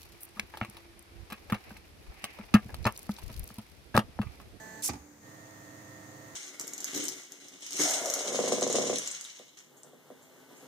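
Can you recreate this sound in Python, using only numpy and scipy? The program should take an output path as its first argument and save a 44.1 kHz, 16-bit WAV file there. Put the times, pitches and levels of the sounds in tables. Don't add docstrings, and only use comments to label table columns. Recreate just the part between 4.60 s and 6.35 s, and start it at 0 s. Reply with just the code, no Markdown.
import sys
import numpy as np
from scipy import signal
from scipy.fft import rfft, irfft
from scipy.io import wavfile
from scipy.ndimage import uniform_filter1d

SR = 44100
rng = np.random.default_rng(int(sys.argv[2]) if len(sys.argv) > 2 else 0)


def store_pcm(level_fs):
    pcm = np.round(np.clip(level_fs, -1, 1) * 32767).astype(np.int16)
    wavfile.write(sys.argv[1], SR, np.atleast_2d(pcm).T)


N = 77175
T = np.arange(N) / SR


def from_db(db):
    return 10 ** (np.asarray(db) / 20)


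def unit_rms(x):
    return x / np.sqrt(np.mean(x ** 2) + 1e-20)


def pan(balance_db):
    ratio = from_db(np.atleast_1d(balance_db))
    return np.array([ratio, np.ones_like(ratio)]) * np.sqrt(2 / (1 + ratio * ratio))


def drift(corner_hz):
    freqs = np.fft.rfftfreq(N, 1 / SR)
    return unit_rms(irfft(rfft(rng.standard_normal(N)) / (1 + (freqs / corner_hz) ** 2), N))


def decay(t60_s):
    return np.exp(-np.log(1000) * T / t60_s)


def ring(force, hz, t60_s):
    radius, angle = np.exp(-np.log(1000) / (t60_s * SR)), 2 * np.pi * hz / SR
    return signal.lfilter([0, np.sin(angle)], [1, -2 * radius * np.cos(angle), radius ** 2], force + 1e-18)


def impulses(times_s, db):
    train = np.zeros(N)
    train[(times_s * SR).astype(int)] = from_db(db)
    return train


# frequency in Hz, correlation between the channels from 0 to 1.
COHERENCE = [(100, 1), (300, 0.67), (600, 0.42), (1200, 0.13), (3000, 0)]
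def noise(spectrum):
    log_f = np.log(np.fft.rfftfreq(N, 1 / SR) + 1)
    hz, db, balance_db = np.transpose(spectrum)
    coherence_hz, correlation = np.transpose(COHERENCE)
    coherence = np.interp(log_f, np.log(coherence_hz), correlation)
    mid, side = rfft(rng.standard_normal((2, N)))
    white = np.sqrt(1 + coherence) * mid + np.sqrt(1 - coherence) * side * [[1], [-1]]
    colour = from_db(np.interp(log_f, np.log(hz), db))
    balance = pan(np.interp(log_f, np.log(hz), balance_db))
    return irfft(white * colour * balance, N) * np.sqrt(SR) / 2


# frequency in Hz, relative level in dB, balance in dB.
REVERB_SPECTRUM = [(100, 3, -0.5), (1950, 3.5, -0.5), (6540, -4.5, 9), (10400, -6.5, 9), (14000, -9, 6)]
def room(direct, wet_db, t60_s=.4):
    tail = noise(REVERB_SPECTRUM) * decay(t60_s)
    tail /= SR * np.sqrt(t60_s / np.log(1000) / 4)
    return direct + from_db(wet_db) * signal.fftconvolve(direct, tail, axes=1)[:, :N]


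# frequency in Hz, level in dB.
HUM_TONES = [(120, -67.5), (149.6, -66.5), (186, -64), (221, -68.5), (256, -70.5), (294.1, -59)]
# frequency in Hz, density in dB per Hz, balance in dB.
AIR_SPECTRUM = [(20, -104, -5), (44.5, -98.5, 18), (90, -83, -2), (234, -86, -8), (550, -85.5, -2.5),
                (774, -90.5, -5.5), (1470, -93.5, -2), (1920, -92, -7), (2980, -104, 0.5), (4450, -102, -1),
                (7760, -104, 8), (11300, -107, -0.5), (16300, -107, 11)]
def background(waver_db=2.5):
    hum = np.zeros(N)
    for hz, db in HUM_TONES:
        amplitude = np.sqrt(2) * from_db(db + waver_db * drift(4))
        hum += amplitude * np.sin(2 * np.pi * hz * T + rng.uniform(0, 2 * np.pi))
    return pan(-3.5) * hum + noise(AIR_SPECTRUM)


def running(start_s, stop_s, rise_s=.026, fall_s=.008):
    rise = 1 - np.exp(-np.maximum(T - start_s, 0) / rise_s)
    return rise * np.exp(-np.maximum(T - stop_s, 0) / fall_s)


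def step_buzz(phase, step_hz, low_hz=2200, high_hz=9000, db_per_octave=-3.5, scatter_db=2):
    orders = np.arange(low_hz // step_hz + 1, high_hz // step_hz)
    slope_db = db_per_octave * np.log2(orders / orders[0])
    cycle = np.arange(2048) / 2048
    channels = []
    for db in slope_db + scatter_db * rng.standard_normal((2, len(orders))):
        harmonics = np.sin(2 * np.pi * (np.outer(orders, cycle) + rng.random((len(orders), 1))))
        channels.append(np.interp(phase / (2 * np.pi), cycle, from_db(db) @ harmonics, period=1))
    return np.array(channels)


# frequency in Hz, relative density in dB, balance in dB.
RASP_SPECTRUM = [(40.7, -112, 16), (120, -84.5, 4), (313, -89, -10), (584, -86.5, -0.5), (1050, -90, -7),
                 (1600, -101.5, 3), (1830, -86.5, -12), (2250, -99, -20), (2860, -102, 0), (4070, -99, -6),
                 (5630, -103, 1.5), (8800, -102, -2.5), (10300, -106, 0), (15500, -106, 5.5)]
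RASP_MODULATION = [(1, 0.29), (2, 0.04), (5, 0.035), (6, 0.092)]
def stepper(harmonics, step_hz, rasp_db, buzz_db, speed_jitter=.0004, waver_db=.6, waver_hz=7):
    phase = 2 * np.pi * np.cumsum(step_hz * (1 + speed_jitter * drift(waver_hz))) / SR
    throb = 1 + sum(depth * np.cos(order * phase) for order, depth in RASP_MODULATION)
    motor = from_db(rasp_db) * throb * noise(RASP_SPECTRUM)
    for order, db, balance_db, lead in harmonics:
        tone = np.sin(order * phase + rng.uniform(0, 2 * np.pi) + np.array([[lead], [0]]))
        motor += np.sqrt(2) * from_db(db + waver_db * drift(waver_hz)) * pan(balance_db) * tone
    return motor + from_db(buzz_db) * step_buzz(phase, step_hz)


# multiple of the step rate, level in dB, balance in dB, left phase lead in radians.
TRAVEL_HARMONICS = [(1, -63.5, -11, 0.36), (2, -62.5, 3, 0.68), (3, -60, -4.5, 0.48), (4, -56, -10, 1.74),
                    (5, -67.5, -19, 3.9), (7, -63, -25, 1.6), (8, -51.5, -12.5, 0.45), (9, -63, -7, 0.093)]
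# frequency in Hz, level in dB.
WHISTLE_TONES = [(1690, -65.5), (4226, -74), (4646, -75.5), (6067, -76), (6282, -83), (7585, -74),
                 (7800, -75)]
def travel():
    motor = stepper(TRAVEL_HARMONICS, step_hz=218.65, rasp_db=-1, buzz_db=-77)
    whistles = sum(from_db(db) * np.sin(2 * np.pi * hz * T + rng.uniform(0, 1.4, (2, 1)))
                   for hz, db in WHISTLE_TONES)
    return running(start_s=-.3, stop_s=.211) * (motor + np.sqrt(2) * whistles)


# multiple of the step rate, level in dB, balance in dB, left phase lead in radians.
PEN_HARMONICS = [(1, -59, -2.5, -0.75), (2, -66, 0, -0.5), (3, -70, -13, 6), (4, -61, -7.5, 0),
                 (5, -60, -14, 0.5), (7, -68.5, 0.5, 3.5), (8, -68.5, -12, 1.3), (9, -66.5, -8, 1.5),
                 (10, -65.5, -10, -2.5), (11, -74.5, 1, 2), (12, -70.5, -18, 4.5), (13, -71.5, 3, 1),
                 (14, -56.5, -16, 1), (15, -66, -13, -0.1), (16, -69.5, 4, 1.3)]
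EGG_HARMONICS = [(1, -58.5, -2.5, -0.23), (3, -56.5, -6, -0.13), (4, -68.5, -6, 1), (5, -76, -4, 3),
                 (6, -74, 5, -1), (7, -67.5, 8, 0.55), (9, -65.5, -2, 2), (12, -73.5, -8, -3),
                 (13, -70, -8, 0.9), (16, -64, -1, -3)]
def drawing():
    pen_swing = stepper(PEN_HARMONICS, step_hz=131.12, rasp_db=-1.5, buzz_db=-77.5)
    egg_turn = stepper(EGG_HARMONICS, step_hz=104.62, rasp_db=-4.5, buzz_db=-83.5)
    return running(start_s=.612, stop_s=1.9) * (pen_swing + egg_turn)


# start in seconds, relative level in dB.
TIP_STRIKES = [(0.2942, 3), (.3345, -4.5), (.9095, -14)]
# frequency in Hz, relative density in dB, balance in dB.
TICK_SPECTRUM = [(300, -75, 1), (2300, -75, -7), (3200, -92, 1), (5400, -74, -8), (9000, -83, -12),
                 (15000, -101, -3)]
def pen_ticks():
    strikes = impulses(*np.transpose(TIP_STRIKES))
    return signal.fftconvolve(strikes, decay(t60_s=.033))[:N] * noise(TICK_SPECTRUM)


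def contact_pulse(start_s, length_s):
    progress = np.clip((T - start_s) / length_s, 0, 1)
    return np.sin(np.pi * progress) ** 2 * 2 / (length_s * SR)


# frequency in Hz, T60 in seconds, gain in dB.
FRAME_MODES = [(83, .26, -41), (111, 0.091, -36.5), (169, 0.12, -43.5), (244, 0.13, -34.5),
               (279.6, 0.1, -35.5), (362.6, 0.14, -42)]
def frame_thump(force, low_cut_hz=55):
    velocity = np.zeros(N)
    for hz, t60_s, db in FRAME_MODES:
        displacement = from_db(db) * ring(force, hz, t60_s)
        velocity += np.diff(displacement, prepend=0) * SR / (2 * np.pi * hz)
    low_cut = signal.butter(3, low_cut_hz, "high", fs=SR, output="sos")
    return pan(-3) * signal.sosfilt(low_cut, velocity)


# frequency in Hz, T60 in seconds, gain in dB, balance in dB.
ARM_MODES = [(570, 0.025, -39.5, -23), (778, 0.031, -35.5, -1), (857, 0.036, -34.5, -12),
             (1120, 0.022, -43.5, -8), (1190, 0.14, -45.5, -22), (1973, 0.023, -41.5, -2),
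             (2400, 0.024, -42, -1), (2586, 0.073, -48, -15)]
def arm_clack(strikes):
    clack = np.zeros((2, N))
    for hz, t60_s, db, balance_db in ARM_MODES:
        gain = from_db(db + rng.normal(0, 1)) * rng.choice([-1, 1])
        clack += gain * pan(balance_db) * ring(strikes, hz, t60_s)
    return clack


# frequency in Hz, relative density in dB, balance in dB.
RATTLE_SPECTRUM = [(60, -105, 2), (307, -59.5, -7), (580, -74, -4), (900, -62.5, -2), (1040, -70.5, -5),
                   (1230, -65.5, -1), (1470, -76.5, -22), (2320, -73.5, -5), (2870, -80.5, 4),
                   (5060, -74, -16), (8100, -82.5, -8), (15000, -103, 6)]
def joint_rattle(strikes, rise_s=.0013, t60_s=.067):
    burst = (1 - np.exp(-T / rise_s)) * decay(t60_s)
    return signal.fftconvolve(strikes, burst)[:N] * noise(RATTLE_SPECTRUM)


# start in seconds, contact length in seconds, push on the frame in dB, arm strike in dB.
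ARM_BOUNCES = [(.2895, 0.0044, -11.5, -3), (.292, 0.0028, -12.5, -3), (.2982, 0.0031, 5, -3.5),
               (.332, 0.0029, -11, -10.5), (.3378, 0.0027, -1.5, -16), (.3546, 0.0044, -3, -14.5),
               (.392, 0.013, 0.5, -31)]
def pen_landing():
    times_s, _, _, strike_db = np.transpose(ARM_BOUNCES)
    strikes = impulses(times_s, strike_db)
    force = sum(from_db(db) * contact_pulse(start_s, length_s) for start_s, length_s, db, _ in ARM_BOUNCES)
    clatter = arm_clack(strikes) + joint_rattle(strikes)
    return room(frame_thump(force), wet_db=-16) + room(clatter, wet_db=-8.5)


def gear_squeak(start_s=.221, length_s=.015, from_hz=5300, to_hz=2900, db=-46):
    progress = np.clip((T - start_s) / length_s, 0, 1)
    hz = from_hz * (to_hz / from_hz) ** progress
    envelope = np.sqrt(np.abs(np.sin(np.pi * progress)))
    return from_db(db) * envelope * np.sin(2 * np.pi * np.cumsum(hz) / SR)


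# frequency in Hz, relative level of a harmonic in dB.
MESH_SPECTRUM = [(2000, -59), (2500, -53), (3100, -56), (4200, -50), (5300, -48), (9000, -51), (13000, -51),
                 (15000, -60)]
def gear_buzz(teeth_passed, mesh_hz):
    hz, db = np.transpose(MESH_SPECTRUM)
    buzz = np.zeros((2, N))
    for order in np.arange(hz[0] // mesh_hz + 1, hz[-1] // mesh_hz):
        amplitude = from_db(np.interp(order * mesh_hz, hz, db))
        buzz += amplitude * np.sin(2 * np.pi * (order * teeth_passed + rng.random((2, 1))))
    return pan(-9.5) * buzz


# time in seconds, relative level in dB.
SERVO_ENVELOPE = [(.2205, -34), (.2225, -14), (.233, -10), (.239, -4), (.256, -1.5), (.265, -2),
                  (.271, -5.5), (.281, -1), (.290, -10.5), (.303, -42), (.315, -53)]
# frequency in Hz, T60 in seconds, relative level in dB, balance in dB.
CASE_MODES = [(4550, 0.019, -67, -10), (5570, 0.032, -46.5, 1), (6760, 0.021, -67, 0),
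              (7530, 0.023, -41, -3), (7860, 0.049, -40, -10), (8600, 0.025, -43, -9),
              (9700, 0.024, -63, -16), (10830, 0.051, -37, -3), (11800, 0.023, -55, -11),
              (13000, 0.029, -58, -8)]
# frequency in Hz, relative density in dB, balance in dB.
FRICTION_SPECTRUM = [(600, -100, 2), (1540, -88, -14), (2440, -82, 1), (2960, -87, 5), (4280, -81, 2),
                     (5520, -69.5, -1.5), (7500, -68.5, -20), (9500, -68, -4), (11750, -70.5, -13),
                     (12200, -73.5, 6), (15800, -85, 4)]
def servo(start_hz=250, mesh_hz=440, spin_up_s=.008, speed_jitter=.006, tooth_scatter_db=1.2):
    drive = from_db(np.interp(T, *np.transpose(SERVO_ENVELOPE), left=-np.inf, right=-np.inf))
    age_s = np.maximum(T - SERVO_ENVELOPE[0][0], 0)
    tooth_hz = mesh_hz + (start_hz - mesh_hz) * np.exp(-age_s / spin_up_s)
    teeth_passed = np.cumsum(tooth_hz * (1 + speed_jitter * drift(150))) / SR
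    scrape = unit_rms(np.exp(-(teeth_passed % 1)) * from_db(tooth_scatter_db * drift(390)))
    tooth_force = scrape * rng.standard_normal(N)
    case = sum(from_db(db) * pan(balance_db) * unit_rms(ring(tooth_force, hz, t60_s))
               for hz, t60_s, db, balance_db in CASE_MODES)
    gears = drive * (gear_buzz(teeth_passed, mesh_hz) + scrape * noise(FRICTION_SPECTRUM))
    return room(gears + gear_squeak(), wet_db=-9) + room(drive * case, wet_db=-22)


def scene():
    return travel() + drawing() + servo() + pen_landing() + pen_ticks() + background()


def port_resonance(pressure, hz, width_hz, boost_db):
    b, a = signal.iirpeak(hz, hz / width_hz, fs=SR)
    return pressure + (from_db(boost_db) - 1) * signal.lfilter(b, a, pressure)


def gain_control(x, threshold_db=-38.5, slope=.38, attack_s=.14, release_db_per_s=1.5):
    power = uniform_filter1d(np.mean(x ** 2, axis=0), size=441)
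    level_db = 10 * np.log10(np.abs(power) + 1e-12)
    cut_db = slope * np.maximum(level_db - threshold_db, 0)
    release_db = release_db_per_s * T
    held_db = np.maximum.accumulate(cut_db + release_db) - release_db
    pole = np.exp(-1 / (attack_s * SR))
    return x * from_db(-signal.lfilter([1 - pole], [1, -pole], held_db))


# frequency in Hz, bandwidth in Hz, boost in dB.
MIC_PORTS = [(6573, 670, 13.5), (14630, 2200, 9.5)]
def record(dry, cutoff_hz=15600):
    coloured = np.array([port_resonance(channel, *port) for channel, port in zip(dry, MIC_PORTS)])
    low_pass = signal.ellip(12, .2, 70, cutoff_hz, fs=SR, output="sos")
    return signal.sosfilt(low_pass, gain_control(coloured))


dry = scene()
out = record(dry)
store_pcm(out)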